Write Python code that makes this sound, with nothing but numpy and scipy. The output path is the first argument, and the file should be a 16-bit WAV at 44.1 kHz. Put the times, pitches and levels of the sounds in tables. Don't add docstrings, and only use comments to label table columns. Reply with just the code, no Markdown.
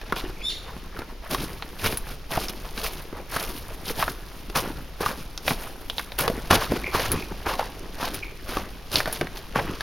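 import sys
import numpy as np
from scipy import signal
from scipy.fft import rfft, irfft, next_fast_len
from scipy.io import wavfile
from scipy.ndimage import uniform_filter1d

SR = 44100
rng = np.random.default_rng(int(sys.argv[2]) if len(sys.argv) > 2 else 0)


def file_out(sig):
    cols = np.atleast_2d(sig).T
    lim = np.clip(cols, -1, 1)
    pcm = np.round(lim * 32767).astype(np.int16)
    wavfile.write(sys.argv[1], SR, pcm)


N = 433061
TIME = np.arange(N) / SR


def from_db(db):
    return 10 ** (np.asarray(db) / 20)


def rms_one(x):
    return x / np.sqrt(np.mean(x ** 2) + 1e-20)


def in_time(rows):
    s, *columns = np.transpose(rows)
    return [np.interp(TIME, s, column) for column in columns]


def colour(x, points):
    length = x.shape[-1]
    size = 2 * next_fast_len(length // 2 + 2048)
    hz, db = np.transpose(points)
    bins_hz = np.arange(size // 2 + 1) * SR / size
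    gain_db = np.interp(np.log(bins_hz + 1), np.log(hz), db)
    cepstrum = irfft(np.log(from_db(gain_db)))[:size // 2]
    cepstrum[1:] *= 2
    response = np.exp(rfft(cepstrum, size))
    return irfft(rfft(x, size) * response, size)[..., :length]


def drift(rate, at=TIME):
    return rms_one(np.interp(at * rate, np.arange(12000), rng.standard_normal(12000)))


def ring(x, hz, sharpness):
    return signal.lfilter(*signal.iirpeak(hz, sharpness, fs=SR), x)


def add(track, s, sound):
    start = max(round(s * SR), 0)
    part = track[..., start:start + sound.shape[-1]]
    part += sound[..., :part.shape[-1]]


def stereo(mid, side):
    return np.array([mid + side, mid - side])


# frequency in Hz, gain in dB.
HUSH_SPECTRUM = [(60, 2), (200, -2.5), (450, -4), (800, -10.5), (1700, -13.5), (2600, -11.5), (5500, -15),
                 (10500, -26), (16000, -25)]
# frequency in Hz, gain in dB.
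RUMBLE_SPECTRUM = [(10, -0.5), (22, 1), (38, 0), (52, -2), (75, -14), (130, -43), (400, -55)]


def background(sole_db):
    hush = rms_one(colour(rng.standard_normal((2, N)), HUSH_SPECTRUM))
    air = rms_one(colour(rng.standard_normal((2, N)), RUMBLE_SPECTRUM))
    jolt_db = uniform_filter1d(sole_db, size=5000)
    air = air * from_db(-37.5 + 0.36 * (jolt_db - jolt_db.mean()))
    return from_db(-48) * stereo(hush[0], 0.5 * hush[1]) + stereo(air[0], 0.15 * air[1])


WOOD_T60_S = 0.79


def wood(x, early_t60_s, late, width):
    t = TIME[:SR]
    fading = from_db(-60 * t / early_t60_s) + late * from_db(-60 * t / WOOD_T60_S)
    echoes = rng.standard_normal((2, SR)) * fading * (t > .008)
    energy = np.sum(echoes[0] ** 2)
    echoes = stereo(echoes[0], width * echoes[1])
    return signal.fftconvolve(x[None], echoes / np.sqrt(energy), axes=1)[:, :N]


# start in seconds, level in dB, pitch in Hz.
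CHIP_NOTES = [(6.842, -18.5, 2250), (6.864, -21, 2350), (6.869, -19, 2220), (6.875, -27, 2400),
              (6.881, -29, 2300)]
# middle in seconds, level in dB before the wavering and trim.
BLURRED_CALLS = [(.39, -48.5), (5.22, -50), (6.86, -43.5), (7.19, -42), (8.22, -49)]


def other_bird(chip_s, call_hz, call_width_hz, call_s):
    track, t = np.zeros(N), TIME[:SR // 20]
    pulse = (t / chip_s) ** 2 * np.exp(2 - 2 * t / chip_s)
    for s, db, hz in CHIP_NOTES:
        add(track, s, from_db(db) * pulse * np.sin(2 * np.pi * hz * t))
    edges_hz = [call_hz - call_width_hz / 2, call_hz + call_width_hz / 2]
    band = signal.butter(2, edges_hz, "band", fs=SR, output="sos")
    swell = sum(from_db(db) * np.exp(-((TIME - s) / call_s) ** 2) for s, db in BLURRED_CALLS)
    waver = from_db(9.6 * drift(110) - 3.5)
    return track + swell * waver * rms_one(signal.sosfilt(band, rng.standard_normal(N)))


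# time in seconds, pitch in Hz before the wavering,
# level in dB before flutter and trim, roughness from 0 to 1.
SQUEAK_CURVE = [(.41, 1516, -50.5, 0.2), (.433, 1720, -37, 0.17), (.453, 1767, -25, 0.15),
                (.47, 1818, -28, 0.03), (.487, 1844, -24.5, 0.05), (.497, 1585, -29, .5),
                (.51, 1293, -29, 0.55), (.525, 943, -36, 0.7), (.535, 850, -51, 0.7)]
# frequency in Hz, gain in dB.
THROAT_SPECTRUM = [(1700, -10), (2700, -13), (3650, 0.5), (4400, -3), (5400, -16.5), (7200, -12),
                   (9000, -23), (10900, -17), (12700, -38.5), (14600, -24)]


def near_bird():
    pitch_hz, db, roughness = in_time(SQUEAK_CURVE)
    on = (TIME > SQUEAK_CURVE[0][0]) & (TIME < SQUEAK_CURVE[-1][0])
    waver = (0.007 + .025 * roughness) * drift(1100)
    pitch_hz = (pitch_hz * (1 + waver))[on]
    phase = 2 * np.pi * np.cumsum(pitch_hz) / SR
    throat_hz, throat_db = np.transpose(THROAT_SPECTRUM)
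    voice = np.zeros(N)
    for k in range(2, 9):
        voice[on] += from_db(np.interp(k * pitch_hz, throat_hz, throat_db)) * np.sin(k * phase)
    rasp = rms_one(colour(rng.standard_normal(N), [(800, -45)] + list(THROAT_SPECTRUM))) * on
    flutter_db = 2.5 * np.sin(2 * np.pi * 64 * TIME)
    return (voice + .6 * roughness * rasp) * from_db(db + flutter_db + 1.2)


BIRD_LAG_S, BIRD_PAN_DB = .00003, 1.1


def from_left(x):
    late = np.interp(TIME - BIRD_LAG_S, TIME, x)
    return np.array([x, late]) * from_db([[BIRD_PAN_DB / 2], [-BIRD_PAN_DB / 2]])


# start in seconds, level in dB before colouring.
TAP = (6.279, -14)


def body_tap(decay_s):
    track, t = np.zeros(N), TIME[:SR // 10]
    add(track, TAP[0], from_db(TAP[1]) * np.exp(-t / decay_s))
    dull = [(100, -11), (450, 3), (1000, -14), (3000, -10), (8000, -33)]
    left = track * rms_one(colour(rng.standard_normal(N), dull))
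    return np.array([left, 0 * left])


# start in seconds, level in dB before colouring and trim.
CLINK_TOUCHES = [(1.9722, -23.5), (7.117, -17), (7.125, -37), (8.1429, -25), (9.126, -22)]
# frequency in Hz, gain in dB.
CLINK_SPECTRUM = [(6000, -14), (9700, -11), (10400, 1.5), (10650, -7), (10880, 6), (11200, -8.5),
                  (16000, -9)]


def clinks():
    shake, t = np.zeros(N), TIME[:SR // 4]
    for s, db in CLINK_TOUCHES:
        add(shake, s, from_db(db) * (np.exp(-t / 0.0058) + 0.11 * np.exp(-t / 0.022)))
    return from_db(12.0) * colour(shake * rng.standard_normal(N), CLINK_SPECTRUM)


# start in seconds, ring in Hz, then the levels in dB of
CONTACTS = [(0.0148, 1770, -57, -44, -42), (0.124, 1300, -26.5, -21.5, -35.5),
            (0.163, 3120, -42.5, -32.5, -45), (0.1794, 12000, -62, -56.5, -53),
            (0.7656, 190, -37.5, -41, -69), (0.9902, 337, -38, -41, -37.5), (1.019, 1460, -42, -35.5, -50),
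            (1.3264, 257, -29, -47.5, -46.5), (1.3465, 1180, -47, -28.5, -24.5),
            (1.6239, 3960, -68, -30.5, -41), (1.861, 1250, -30.5, -32, -28), (1.9255, 2400, -38, -32, -36),
            (2.3736, 720, -25.5, -22, -39), (2.484, 5500, -53.5, -42, -31.5),
            (2.777, 4050, -35.5, -32, -38), (3.1278, 415, -33.5, -40, -64), (3.3634, 1470, -30, -24, -39),
            (3.903, 442, -31, -38, -42), (4.0262, 1150, -45, -17.5, -37), (4.0797, 1410, -53, -24, -50.5),
            (4.1185, 12000, -56, -58, -42), (4.4992, 423, -35, -42, -38.5), (4.5593, 1220, -29, -28, -30),
            (5.007, 457, -27.5, -35, -42), (5.062, 1150, -36, -21.5, -29), (5.3768, 5660, -55, -66, -31),
            (5.4797, 2540, -47, -19.5, -25), (5.508, 212, -25.5, -25, -36), (5.899, 3400, -60, -36, -26.5),
            (5.9822, 3650, -63, -30.5, -26.5), (5.9944, 1710, -52.5, -28.5, -32.5),
            (6.1202, 3900, -51, -34.5, -42), (6.279, 470, -25.5, -20.5, -26), (6.3, 530, -23, -35, -44),
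            (6.5093, 716, -24.5, -15, -19.5), (6.5292, 1140, -23, -16, -39), (6.621, 1070, -48, -28.5, -36),
            (6.7201, 375, -21, -46, -54), (6.9485, 900, -21, -18, -42), (7.4661, 770, -29, -27.5, -45),
            (7.5946, 766, -36, -22.5, -33), (7.6272, 960, -48, -30, -55), (8.029, 1120, -31.5, -25.5, -38),
            (8.57, 1090, -26, -26.5, -30), (8.9176, 9000, -56, -50, -35), (8.9572, 4500, -55.5, -51, -16.5),
            (9.0038, 1750, -48, -24.5, -26.5), (9.058, 1700, -35.5, -32, -32), (9.076, 620, -31, -32, -38),
            (9.2119, 370, -26, -22, -33), (9.271, 1910, -59.5, -38.5, -39), (9.371, 6000, -54, -43, -41),
            (9.5581, 1150, -24.5, -20.5, -46), (9.8081, 1770, -61, -34, -30)]


def blows(column, spectrum, first_s, scatter_s, scatter):
    track, t = np.zeros((2, N)), TIME[:4096]
    for row in CONTACTS:
        spray = rng.standard_normal((2, len(t))) * (np.exp(-t / first_s) + scatter * np.exp(-t / scatter_s))
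        spray[:, 0] += 7
        spray += 3.75 * ring(spray, row[1], 4.5)
        blow = colour(spray, spectrum)
        blow /= np.sqrt(np.sum(blow[:, :SR // 100] ** 2, axis=1, keepdims=True) / (SR // 100))
        add(track, row[0], blow * from_db(row[column]))
    return track


# frequency in Hz, gain in dB.
THUMP_SPECTRUM = [(40, -7), (100, 0), (250, 1.5), (420, -2), (700, -8), (2000, -30.5)]
KNOCK_SPECTRUM = [(200, -26), (500, 0), (1100, 1), (1600, -4), (2400, -7), (4000, -17), (9000, -36)]
CRACK_SPECTRUM = [(1000, 2.5), (2400, 1), (3600, 5.5), (5200, 2.5), (7000, -5.5), (10500, -6), (16000, -11)]


def stones_and_twigs():
    thump = blows(2, THUMP_SPECTRUM, first_s=0.0037, scatter_s=0.017, scatter=0.21)
    knock = blows(3, KNOCK_SPECTRUM, first_s=0.0035, scatter_s=0.012, scatter=0.28)
    crack = blows(4, CRACK_SPECTRUM, first_s=0.0029, scatter_s=0.014, scatter=0.22)
    return from_db(2.0) * thump + knock + from_db(1.5) * crack


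# time in seconds, rise in seconds, press in seconds, then levels in dB of
FOOTFALLS = [(0.163, 0.012, 0.036, -43, -34.0, -35, -48.5), (1.309, 0.015, 0.027, -31, -29, -28.5, -47.0),
             (1.846, 0.035, 0.018, -25.5, -23.5, -24.5, -51.5),
             (2.319, 0.026, 0.056, -34, -29.0, -31.5, -45.0), (2.838, 0.03, 0.025, -46, -32.5, -28, -52.0),
             (3.331, 0.049, 0.108, -43.5, -32, -31.0, -45.5),
             (3.997, 0.047, 0.031, -33.5, -26.5, -27.5, -48.0), (4.556, 0.012, 0.033, -32, -24, -26, -50.5),
             (5.014, 0.029, 0.101, -35.5, -28.5, -32.5, -50.5),
             (5.474, 0.042, 0.046, -34.5, -31, -29.0, -48.0),
             (6.189, 0.01, 0.022, -31.5, -25.5, -22.5, -42.0),
             (6.506, 0.008, 0.046, -21, -18, -20.5, -42.0),
             (6.943, 0.031, 0.117, -32.5, -25.5, -28.5, -44.0),
             (7.461, 0.014, 0.075, -35.5, -27.5, -34.0, -46.0),
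             (8.01, 0.045, 0.07, -53, -30.5, -34.5, -48.0), (8.493, 0.04, 0.116, -35.5, -32, -37.5, -50.5),
             (8.938, 0.03, 0.055, -29.5, -27.5, -24.5, -48.0),
             (9.559, 0.018, 0.035, -29.5, -23.5, -37.0, -42.0)]
# middle in seconds,
# half length in seconds, then levels in dB of sole thud, grit and leaves, before unevenness and trim.
LIGHT_TOUCHES = [(0.089, 0.075, -44, -41.5, -47), (0.248, 0.025, -31.0, -39, -51.5),
                 (0.294, 0.015, -32.5, -41, -46.5), (0.695, 0.055, -50, -39, -54.5),
                 (0.985, 0.052, -39.5, -38, -50.5), (1.098, 0.046, -43, -46.5, -51.5),
                 (1.258, 0.034, -56.5, -39.5, -48.5), (1.415, 0.046, -31.5, -34.5, -34.0),
                 (1.511, 0.041, -37.0, -42, -44.5), (1.808, 0.024, -49, -40.5, -35.5),
                 (1.925, 0.038, -31, -36.5, -33.5), (2.101, 0.048, -40.5, -40.5, -40.5),
                 (2.424, 0.043, -39.5, -36, -33), (2.498, 0.011, -36.5, -37, -34.5),
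                 (2.652, 0.026, -43, -39.5, -48.5), (2.795, 0.035, -53, -38, -35.0),
                 (2.965, 0.058, -43.5, -50, -41.5), (3.182, 0.042, -38.5, -37, -53.5),
                 (3.492, 0.028, -37, -39.5, -37.5), (3.571, 0.052, -40.5, -49, -40.5),
                 (3.712, 0.03, -45.5, -41.5, -53.0), (3.889, 0.032, -37, -35.0, -30.0),
                 (4.09, 0.043, -37.5, -46, -35.5), (4.357, 0.016, -54, -47, -48.0),
                 (4.666, 0.065, -32.5, -35, -42.5), (4.786, 0.042, -36, -43.5, -54.0),
                 (5.193, 0.035, -35.5, -52, -43.0), (5.63, 0.069, -50, -38, -40.5),
                 (5.817, 0.008, -49, -43.5, -45), (6.006, 0.046, -60, -55, -39.0),
                 (6.251, 0.027, -31, -26, -43), (6.366, 0.041, -33, -38, -51),
                 (6.625, 0.04, -48.0, -29, -31.5), (6.725, 0.022, -21.5, -30.0, -44.0),
                 (6.764, 0.014, -29, -31, -35.0), (7.138, 0.047, -24, -31.5, -37.0),
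                 (7.318, 0.011, -31.5, -36.5, -52), (7.603, 0.02, -50, -28.0, -40.0),
                 (7.657, 0.035, -51, -40.5, -42.5), (7.82, 0.054, -41, -49, -54.0),
                 (8.145, 0.056, -37, -42, -40.0), (8.249, 0.021, -40.5, -52, -47.0),
                 (8.654, 0.049, -42, -45.5, -54.5), (9.085, 0.033, -44, -34, -40.0),
                 (9.152, 0.038, -47, -36.5, -36.5), (9.235, 0.032, -31.5, -38.0, -48.5),
                 (9.372, 0.035, -52, -42, -42.0), (9.687, 0.059, -31, -36, -55)]
RISE_DB, SAG_DB_PER_S, UNLOAD_DB_PER_S = 21, 21, 364.5
STANCE_S, LIFT_DB_PER_S = .7, 107


def tread(layer, rustle_db, rest_db, uneven_db, uneven_per_s):
    t = TIME[::20]
    power = from_db(rest_db) ** 2 + np.zeros(len(t))
    for s, rise_s, press_s, *layers_db, standing_db in FOOTFALLS:
        age = np.maximum(t - s, 0)
        load = RISE_DB * np.minimum(t - s, 0) / rise_s
        press = layers_db[layer] - SAG_DB_PER_S * age - UNLOAD_DB_PER_S * np.maximum(age - press_s, 0)
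        rustle = standing_db + rustle_db - LIFT_DB_PER_S * np.maximum(age - STANCE_S, 0)
        power += from_db(load + press) ** 2 + from_db(load + rustle) ** 2
    for s, half_s, *layers_db in LIGHT_TOUCHES:
        power += (from_db(layers_db[layer]) * np.exp(-((t - s) / half_s) ** 2)) ** 2
    uneven = uneven_db * drift(uneven_per_s, t)
    return np.interp(TIME, t, 10 * np.log10(power) + uneven)


def crunch(level_db, spectrum, per_s, spread_db, clump_db, low_hz, high_hz, cycles, fine, patchy_db):
    rate = per_s * from_db((level_db - level_db.mean()) / 2)
    at = np.flatnonzero(rng.random(N) < rate / SR)
    count = len(at)
    chance = np.minimum(rng.exponential(1, count), 4)
    sizes = from_db(spread_db * chance + clump_db * drift(220, TIME[at]))
    sizes *= rng.choice([-1, 1], count)
    sizes = np.array([sizes, sizes * rng.standard_normal(count)])
    pitches = np.geomspace(low_hz, high_hz, num=12)
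    dealt = rng.integers(0, len(pitches), count)
    grains, clicks = np.zeros((2, N)), np.full((2, N), 1e-18)
    for k, hz in enumerate(pitches):
        patches = from_db(patchy_db * drift(30, TIME[at]))
        clicks[:, at] = sizes * (dealt == k) * patches * np.sqrt(low_hz / hz)
        grains += ring(clicks, hz, cycles)
    grains = colour(rms_one(grains) + fine * rng.standard_normal((2, N)), spectrum)
    power = uniform_filter1d(grains ** 2, size=1300)
    return grains / np.sqrt(np.abs(power) + 1e-12) * from_db(level_db)


def lone_ticks(leaf_db, per_s, spread_db):
    track, t = np.zeros((2, N)), TIME[:SR // 40]
    stirred = np.cumsum(from_db(leaf_db / 2))
    for when, size, pitch in rng.random((int(per_s * N / SR), 3)):
        at = min(np.searchsorted(stirred, when * stirred[-1]), N - 1)
        snap = rng.standard_normal((2, len(t))) * (np.exp(-t / 0.00026) + 0.11 * np.exp(-t / 0.0069))
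        snap = ring(snap, 1800 * 7 ** pitch, 1.2)
        snap_db = 0.7 * leaf_db[at] + 0.5 + spread_db * size ** 2
        add(track, at / SR, snap / np.abs(snap).max() * from_db(snap_db))
    return track


# frequency in Hz, gain in dB.
SOLE_SPECTRUM = [(40, -8.5), (80, -0.5), (130, -2), (230, -2), (380, 0.5), (520, -7), (1000, -37.5)]
GRIT_SPECTRUM = [(250, -24.5), (430, -2), (700, -2.5), (900, -1.5), (1150, -1), (1700, -2.5), (2300, -6),
                 (3200, -8), (6000, -30.5)]
LEAF_SPECTRUM = [(1200, -27.5), (2200, -2.5), (3200, -2), (5000, -2), (7000, -6), (10500, -4.5),
                 (13000, -2.5), (16000, -5.5)]
# time in seconds, treble over body in dB.
LEAF_DRYNESS = [(0, -4.5), (1.3, 3.5), (2.3, 1), (4.2, 4), (5.1, 1.5), (6.2, 6), (6.5, -1), (7.0, -1),
                (8.0, -2.5), (9.0, 1), (9.6, -3)]


def footsteps(sole_db, grit_db, leaf_db):
    sole = crunch(sole_db, SOLE_SPECTRUM, per_s=300, spread_db=4, clump_db=2.5,
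                  low_hz=79.8, high_hz=504, cycles=3.36, fine=0.22, patchy_db=3)
    grit = crunch(grit_db, GRIT_SPECTRUM, per_s=1100, spread_db=-1.5, clump_db=0.0,
                  low_hz=452, high_hz=2780, cycles=5.3, fine=1.0, patchy_db=3.5)
    leaves = crunch(leaf_db, LEAF_SPECTRUM, per_s=1500, spread_db=2.0, clump_db=2.0,
                    low_hz=2300, high_hz=13700, cycles=2.9, fine=0.67, patchy_db=2.0)
    leaves = leaves + lone_ticks(leaf_db, per_s=26, spread_db=7.0)
    treble = signal.sosfilt(signal.butter(3, 7500, "high", fs=SR, output="sos"), leaves)
    body = signal.sosfilt(signal.butter(3, 7500, fs=SR, output="sos"), leaves)
    [crisp_db] = in_time(LEAF_DRYNESS)
    leaves = body * from_db(-crisp_db / 2) + treble * from_db(crisp_db / 2)
    return from_db(-2.03) * sole + from_db(-1.87) * grit + from_db(-0.06) * leaves


# frequency in Hz, gain of the side signal in dB.
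GROUND_WIDTH = [(100, -24), (400, -31), (1000, -59), (2500, -30), (5000, -15), (8000, -8.5), (14000, -5.5)]


def scene():
    sole_db = tread(0, rustle_db=1.0, rest_db=-54, uneven_db=1.7, uneven_per_s=55)
    grit_db = tread(1, rustle_db=-.5, rest_db=-60, uneven_db=1.35, uneven_per_s=60)
    leaf_db = tread(2, rustle_db=-3.0, rest_db=-63, uneven_db=1.5, uneven_per_s=70)
    mid, side = footsteps(sole_db, grit_db, leaf_db) + stones_and_twigs()
    lean = colour(mid, [(3000, -47), (6000, -23), (10000, -19)])
    ground = stereo(mid, colour(side, GROUND_WIDTH) + lean)
    ground = ground + opposed(clinks())
    ground = ground + body_tap(decay_s=0.0056)
    squeak = near_bird()
    chips = other_bird(chip_s=0.0013, call_hz=2380, call_width_hz=320, call_s=0.045)
    ground_echo = wood(from_db(-17) * mid, early_t60_s=0.57, late=0.33, width=0.03)
    bird_echo = wood(from_db(-1.5) * squeak + from_db(-6) * chips, early_t60_s=.36, late=.22, width=.3)
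    return ground + from_left(squeak) + chips + ground_echo + bird_echo + background(sole_db)


def opposed(x):
    return x * from_db([[1], [-1]])


# frequency in Hz, gain in dB.
PORT_SPECTRUM = [(310, 0), (362, 0.5), (420, 0), (530, 0), (710, 0.5), (5500, -1.5), (6900, -5),
                 (7800, -18.5), (8800, -5), (10400, -0.5), (16000, -4.5)]
CUTOFF_HZ = 16000


def record(dry):
    heard = np.clip(colour(dry, PORT_SPECTRUM), -1, 1)
    return signal.sosfilt(signal.ellip(10, .1, 70, CUTOFF_HZ, fs=SR, output="sos"), heard)


dry = scene()
out = record(dry)
file_out(out)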